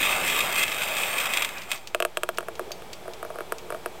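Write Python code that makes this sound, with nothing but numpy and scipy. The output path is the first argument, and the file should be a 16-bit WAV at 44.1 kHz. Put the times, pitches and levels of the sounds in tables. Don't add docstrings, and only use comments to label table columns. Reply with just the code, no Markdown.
import sys
import numpy as np
from scipy import signal
from scipy.fft import rfft, irfft, next_fast_len
from scipy.io import wavfile
from scipy.ndimage import uniform_filter1d, map_coordinates

SR = 44100
rng = np.random.default_rng(int(sys.argv[2]) if len(sys.argv) > 2 else 0)


def to_wav(sig):
    pcm = np.clip(np.atleast_2d(sig), -1, 1) * 32767
    pcm = np.round(pcm).astype(np.int16)
    wavfile.write(sys.argv[1], SR, pcm.T)


N = 176400


def amp(db):
    return 10 ** (np.asarray(db) / 20)


def unit_rms(x):
    return x / np.sqrt(np.mean(x ** 2) + 1e-20)


def along(points, hz):
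    f, v = np.transpose(points)
    return np.interp(np.log(hz + 1), np.log(f + 1), v)


def curves(rows):
    times, *columns = np.transpose(rows)
    return [np.interp(np.arange(N) / SR, times, column) for column in columns]


def wobble(knots_per_s):
    return map_coordinates(rng.standard_normal(2048), [np.arange(N) * knots_per_s / SR], mode="mirror")


def filtered(x, gain):
    size = next_fast_len(N + SR // 2)
    return irfft(rfft(x, size) * gain(np.fft.rfftfreq(size, 1 / SR)), size)[:N]


def noise(gain):
    return unit_rms(filtered(rng.standard_normal(N), gain))


def resonances(modes, hz, low_hz):
    power = sum(amp(db) ** 2 * (hz * width) ** 2 / ((centre ** 2 - hz ** 2) ** 2 + (hz * width) ** 2)
                for centre, width, db in modes)
    return np.sqrt(power / (1 + (low_hz / (hz + 1)) ** 8))


def impulse_response(gain, lag_s=0., size=4096):
    hz = np.fft.rfftfreq(size, 1 / SR)
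    cepstrum = irfft(np.log(np.maximum(gain(hz), 1e-4)))
    cepstrum[1:size // 2] *= 2
    cepstrum[size // 2 + 1:] = 0
    dispersion = 4 * np.pi * lag_s * np.sqrt(1000 * hz)
    response = irfft(np.exp(rfft(cepstrum) - 1j * dispersion))
    return response / np.linalg.norm(response)


def tail(t60s):
    hz, t, spectra = signal.stft(rng.standard_normal(SR // 4), SR, nperseg=128)
    response = signal.istft(spectra * amp(-60 * t / along(t60s, hz)[:, None]), SR, nperseg=128)[1]
    return response / np.linalg.norm(response)


def add(out, start_s, sound):
    i = max(round(start_s * SR), 0)
    out[i:i + len(sound)] += sound[:len(out) - i]


# (frequency [Hz], bandwidth [Hz], level [dB])
WIRE_MODES = [(1190, 203, -6.5), (1720, 43, -5.5), (2100, 170, -4.5), (2516, 119, 2), (3290, 196, -5.5),
              (3694, 81, -8.5), (5040, 840, -24), (6280, 430, -23), (7570, 500, -14.5), (8555, 158, -9.5),
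              (9340, 1200, -25.5), (12400, 260, -17), (13580, 260, -14), (13800, 1950, -19.5)]


def wire_gain(hz):
    return resonances(WIRE_MODES, hz, low_hz=567)


# (frequency [Hz], 60 dB decay time [s])
WIRE_DECAY = [(300, 0.023), (2500, 0.1), (8000, 0.15), (14000, 0.03)]


def frame_ring(bumps, step_s):
    out, hop = np.zeros(N), int(step_s * SR)
    for i in range(0, N // 2, hop):
        add(out, i / SR, signal.fftconvolve(bumps[i:i + hop], tail(WIRE_DECAY)))
    return out


def drifting(x, depth_db):
    spectra = signal.stft(x, nperseg=1024)[2]
    field = uniform_filter1d(rng.standard_normal(spectra.shape), size=5, axis=0)
    field = uniform_filter1d(field, size=9, axis=1)
    return unit_rms(signal.istft(spectra * amp(depth_db * unit_rms(field)), nperseg=1024)[1][:N])


# (time [s], relative rumble level [dB], relative rattle level [dB])
ROLL_LEVELS = [(0, -30.5, -24), (.18, -28.5, -27.5), (.42, -29, -26.5), (.49, -27, -29.5),
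               (.555, -29.5, -24.5), (.61, -28.5, -23), (.66, -35, -32.5), (.8, -33, -29), (.9, -32.5, -30),
               (1.03, -31, -26.5), (1.13, -31, -30.5), (1.21, -31, -26), (1.3, -30.5, -30.5),
               (1.39, -30.5, -27.5), (1.45, -33.5, -33), (1.49, -38.5, -40), (1.6, -37.5, -41.5),
               (1.66, -45, -47), (1.735, -34.5, -34), (1.79, -48, -52), (1.86, -59.5, -55)]
# (frequency [Hz], level [dB])
RUMBLE_SPECTRUM = [(60, -31), (200, -11), (330, -7), (450, -5), (580, 2.5), (760, 0), (950, -1), (1250, 0),
                   (1800, -6), (2600, 1), (5000, -52)]


def rolling(balls=4, bumps_per_s=1300, spread_db=2.5, rattle_db=-1.5, rumble_db=-2.5):
    rumble_curve, rattle_curve = curves(ROLL_LEVELS)
    rattle = np.zeros(N)
    for _ in range(balls):
        bumps = (rng.random(N) < bumps_per_s / balls / SR) * rng.choice([-1, 1], N)
        bumps = bumps * amp(spread_db * np.clip(rng.standard_normal(N), -2, 2))
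        ring = amp(-4) * frame_ring(bumps, step_s=.12)
        rattle += (bumps + ring) * amp(1.2 * wobble(4.57))
    rattle = unit_rms(signal.fftconvolve(rattle, impulse_response(wire_gain, lag_s=0.001024))[:N])
    rumble = noise(lambda hz: amp(along(RUMBLE_SPECTRUM, hz)))
    flutter_db = 0.55 * wobble(90.5)
    rattle = drifting(rattle, depth_db=2) * amp(rattle_db + rattle_curve + flutter_db)
    rumble = drifting(rumble, depth_db=2) * amp(rumble_db + rumble_curve + 0.3 * flutter_db)
    settling, = curves([(1.82, 1), (1.92, 0.53)])
    return settling * (rattle + rumble)


# (frequency [Hz], level [dB])
AIR_SPECTRUM = [(20, -18.5), (55, -11.5), (119, -16.5), (190, -10), (280, -18), (360, -10), (666, -13.5),
                (820, -10), (1110, -18), (1250, -17), (1750, -22), (3440, -23), (4150, -26.5), (10900, -36),
                (13900, -37), (15500, -36)]
# (frequency [Hz], bandwidth [Hz], level [dB])
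AIR_PEAKS = [(2300, 53, 2.5), (3320, 87, -3), (7720, 320, -11), (8900, 200, -23), (10400, 200, -16),
             (12300, 500, -21), (13760, 300, -17)]
# (time [s], level [dB])
AIR_LEVELS = [(0, -38), (1.9, -49.5), (2.3, -48), (2.8, -45.5), (4, -45.5)]


def background(hum_hz=117.4, hum_db=-64.5):
    level_db, = curves(AIR_LEVELS)
    air = noise(lambda hz: amp(along(AIR_SPECTRUM, hz)))
    air += amp(-13.5) * noise(lambda hz: resonances(AIR_PEAKS, hz, low_hz=1500))
    hum = unit_rms(np.sin(2 * np.pi * hum_hz * np.arange(N) / SR))
    return air * amp(level_db) + hum * amp(hum_db)


def chatter(decay_s, grit_db):
    t = np.arange(SR // 10) / SR
    fade = amp(-60 * t / decay_s)
    spectrum = rfft(rng.standard_normal(len(t)) * fade)
    burst = irfft(spectrum / np.abs(spectrum), len(t)) * np.sqrt(fade)
    burst *= amp(grit_db) / np.linalg.norm(burst)
    burst[0] += 1
    return burst / np.linalg.norm(burst)


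# (time [s], relative level [dB], chatter decay [s])
BALL_IMPACTS = [(0.0265, -5, 0.17), (0.058, -9, 0.15), (0.2771, -7.5, 0.076), (.298, -10.5, 0.081),
                (.389, -9, 0.055), (.4045, -6, 0.076), (0.525, -14, 0.049), (.556, -13.5, 0.029),
                (0.5927, -12, 0.028), (0.6276, -8, 0.075), (0.6337, -7, 0.034), (0.679, -11, 0.077),
                (0.717, -13, 0.046), (.744, -19, .03), (0.785, -20, 0.025), (.818, -9.5, 0.094),
                (.8335, -12, .06), (0.885, -12, 0.087), (.967, -11, .06), (.983, -13.5, .04),
                (1.0325, -8.5, 0.11), (1.1822, -11.5, 0.036), (1.2012, -9.5, 0.073), (1.256, -12, 0.083),
                (1.3356, -7, 0.054), (1.371, -6, 0.051), (1.421, -7, 0.072), (1.4465, -9, 0.041),
                (1.49, -19, .03), (1.7049, -21, 0.03), (1.7155, -6.5, 0.039), (1.731, -19.5, 0.043),
                (1.743, -24, .04)]


def clacks(gain_db=11, focus=0.83, focus_per_s=4):
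    out = np.zeros(N)
    brightness = [(800, -1.5), (2500, 3), (5000, 8), (14000, 0)]  # (frequency [Hz], gain [dB])
    for start_s, db, decay_s in BALL_IMPACTS:
        gain = lambda hz: wire_gain(hz) ** (focus + focus_per_s * decay_s) * amp(along(brightness, hz))
        ring = impulse_response(gain, lag_s=0.000989)
        add(out, start_s, amp(gain_db + db) * signal.fftconvolve(chatter(decay_s, grit_db=19), ring))
    return out


# (time [s], relative level [dB], share of ping [0-1])
BALL_TOUCHES = [(1.583, -26, 0.1), (1.619, -25.5, 0), (1.635, -30, 0), (1.758, -25, 0), (1.777, -31, 0.3),
                (1.8735, -22.5, 0.1), (2.346, -39, 0), (2.3734, -23, 0.1), (2.5544, -30, 0),
                (2.7182, -22.5, 0.53), (2.9317, -22, 0.18), (3.1357, -28.5, 0), (3.584, -25.5, 0)]
# (frequency [Hz], level [dB])
TICK_SPECTRUM = [(300, -19), (1200, -16), (1900, -9), (2500, -0.5), (4700, -4), (7000, -6.5), (9000, -14),
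                 (11500, -22), (14500, -17)]
# (frequency [Hz], level [dB], 60 dB decay time [s])
PING_MODES = [(4640, -3.5, 0.05), (5420, -9, .035), (6379, -3.5, 0.034), (14600, -8, .03)]


def ticks(tick_db=11.5, ping_db=-1):
    out = np.zeros(N)
    ring = impulse_response(lambda hz: amp(along(TICK_SPECTRUM, hz)))
    t = np.arange(SR // 8) / SR
    ping = sum(amp(db - 60 * t / t60) * np.sin(2 * np.pi * hz * t) for hz, db, t60 in PING_MODES)
    for start_s, db, share in BALL_TOUCHES:
        add(out, start_s, amp(tick_db + db) * signal.fftconvolve(chatter(0.063, grit_db=4), ring))
        add(out, start_s, amp(ping_db + db) * share * ping)
    return out


# (frequency [Hz], bandwidth [Hz], level [dB])
CASE_MODES = [(360.2, 19, 4), (469, 39, 2.5), (606, 29, 3.5), (665, 54, 4), (945, 57, 1.5),
              (1122, 97, -5.5), (1247, 49, -3), (1400, 72, -6), (1630, 96, -8.5), (2605, 260, -8),
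              (3210, 120, -12.5), (8160, 690, -18), (9560, 150, -17), (10370, 48, -19.5),
              (11480, 100, -16.5), (13050, 370, -18.5), (13600, 620, -26)]
# (time [s], relative level [dB])
RUB_LEVELS = [(1.9, -11), (2.35, -9), (2.42, -13), (2.55, -1), (2.68, 1), (2.75, -1.5), (3.0, -4), (3.1, 6),
              (3.2, -10), (3.32, 3.5), (3.62, -1), (3.76, 9.5), (3.83, -3.5), (4, 3)]


def rub(gain_db=-49):
    level_db, = curves(RUB_LEVELS)
    colour = [(600, 6), (1300, -3.5), (3000, -11), (10000, 0)]  # (frequency [Hz], gain [dB])
    friction = noise(lambda hz: resonances(CASE_MODES, hz, low_hz=306) * amp(along(colour, hz)))
    return friction * amp(gain_db + level_db + 1.4 * wobble(40))


# (time [s], relative level [dB], hardness [dB], hollow boost [dB])
CASE_SLIPS = [(1.9466, -17.5, 0.5, 9), (2.0019, -19, 2.5, 10), (2.0238, -19.5, 2, 9),
              (2.0499, -18.5, 1.5, 12), (2.1712, -20.5, 7.5, 0), (2.2333, -20.5, 4.5, 1),
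              (2.2895, -20.5, -0.5, -6), (2.3839, -20.5, 1, -11), (2.4061, -32.5, -5, 0),
              (2.4276, -36, -15, 17), (2.484, -27, -11, -2), (2.594, -24, -14, -4), (2.7067, -33, -19, 16),
              (2.8211, -41, 3, -1), (3.0554, -36, -26, 12), (3.0793, -30.5, -21, 1),
              (3.228, -28.5, -12, -5), (3.2492, -31, -15, 2), (3.3024, -30, -25, 13), (3.3569, -33, -18, 6),
              (3.386, -29.5, -16, -4), (3.406, -28, -10, -8), (3.5218, -22, -6.5, -23),
              (3.7032, -27.5, -12, -8), (3.723, -27, -12, 14), (3.7462, -30, -15, -2),
              (3.8593, -24, -8.5, -10)]
# (frequency [Hz], share of the hardness [0-1])
HARD_BANDS = [(700, 0), (1300, 0.16), (1900, 0.36), (2700, 0.97), (6000, 0.54), (8200, 0.99), (9700, 0.068),
              (14000, 0.72)]
# (frequency [Hz], share of the boost [0-1])
HOLLOW_BANDS = [(450, 0.33), (600, 0.64), (740, 0.51), (900, 0.3), (1050, 0.19), (1150, 0.5), (1300, 0.26),
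                (1450, 0.32)]
# (frequency [Hz], gain [dB])
CASE_PATH = [(700, -4.5), (830, -17.5), (1060, -8), (1130, -0.5), (1700, 1), (2150, -1), (2550, -2.5),
             (3300, 0.5), (3650, -3.5), (4300, -0.5), (8000, -3.5)]


def knocks(gain_db=24.5, scatter_db=2.0, crossover_hz=4500):
    out = np.zeros(N)
    low, high = (signal.butter(2, crossover_hz, kind, fs=SR, output="sos") for kind in ("low", "high"))
    for start_s, db, hard_db, hollow_db in CASE_SLIPS:
        modes = [(centre, width, level + scatter_db * rng.standard_normal())
                 for centre, width, level in CASE_MODES]
        colour_db = lambda hz: hard_db * along(HARD_BANDS, hz) + hollow_db * along(HOLLOW_BANDS, hz)
        gain = lambda hz: resonances(modes, hz, low_hz=320) * amp(colour_db(hz) + along(CASE_PATH, hz))
        ring = impulse_response(gain, lag_s=0.001125)
        crack = amp(-1) * chatter(0.013, grit_db=7)
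        buzz = amp(-5) * chatter(0.036, grit_db=18)
        thump = signal.sosfilt(low, signal.unit_impulse(len(crack)))
        slip = thump + signal.sosfilt(high, crack + buzz)
        add(out, start_s, amp(gain_db + db) * signal.fftconvolve(slip, ring))
    return out


# (time [s], level [dB])
DRAG_LEVELS = [(2.3, -77), (2.4, -42.5), (2.47, -54), (2.53, -42.5), (2.58, -56), (2.61, -35), (2.645, -41),
               (2.675, -38.5), (2.72, -50), (2.8, -58), (3.6, -50), (3.75, -51), (3.85, -59), (4, -51)]
# (frequency [Hz], bandwidth [Hz], level [dB])
GRIP_MODES = [(364, 33, -9.5), (448, 18, -6)]


def drag():
    level_db, = curves(DRAG_LEVELS)
    tilt = [(480, -8), (900, -7)]  # (frequency [Hz], gain [dB])
    groan = noise(lambda hz: resonances(GRIP_MODES, hz, low_hz=330) * amp(along(tilt, hz)))
    return groan * amp(level_db)


# (frequency [Hz], 60 dB decay time [s])
ROOM_DECAY = [(200, 0.085), (2000, 0.2), (12000, 0.29)]


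def scene(track_room_db=-14, case_room_db=-23):
    track = rolling() + clacks() + ticks()
    case = knocks()
    into_room = amp(track_room_db) * track + amp(case_room_db) * case
    reverb = signal.fftconvolve(into_room, tail(ROOM_DECAY))[:N]
    return (track + case + reverb + background() + rub() + drag())[None]


def record(dry, top_hz=15900, dc_offset=.007):
    return filtered(dry[0], lambda hz: hz < top_hz)[None] + dc_offset


dry = scene()
out = record(dry)
to_wav(out)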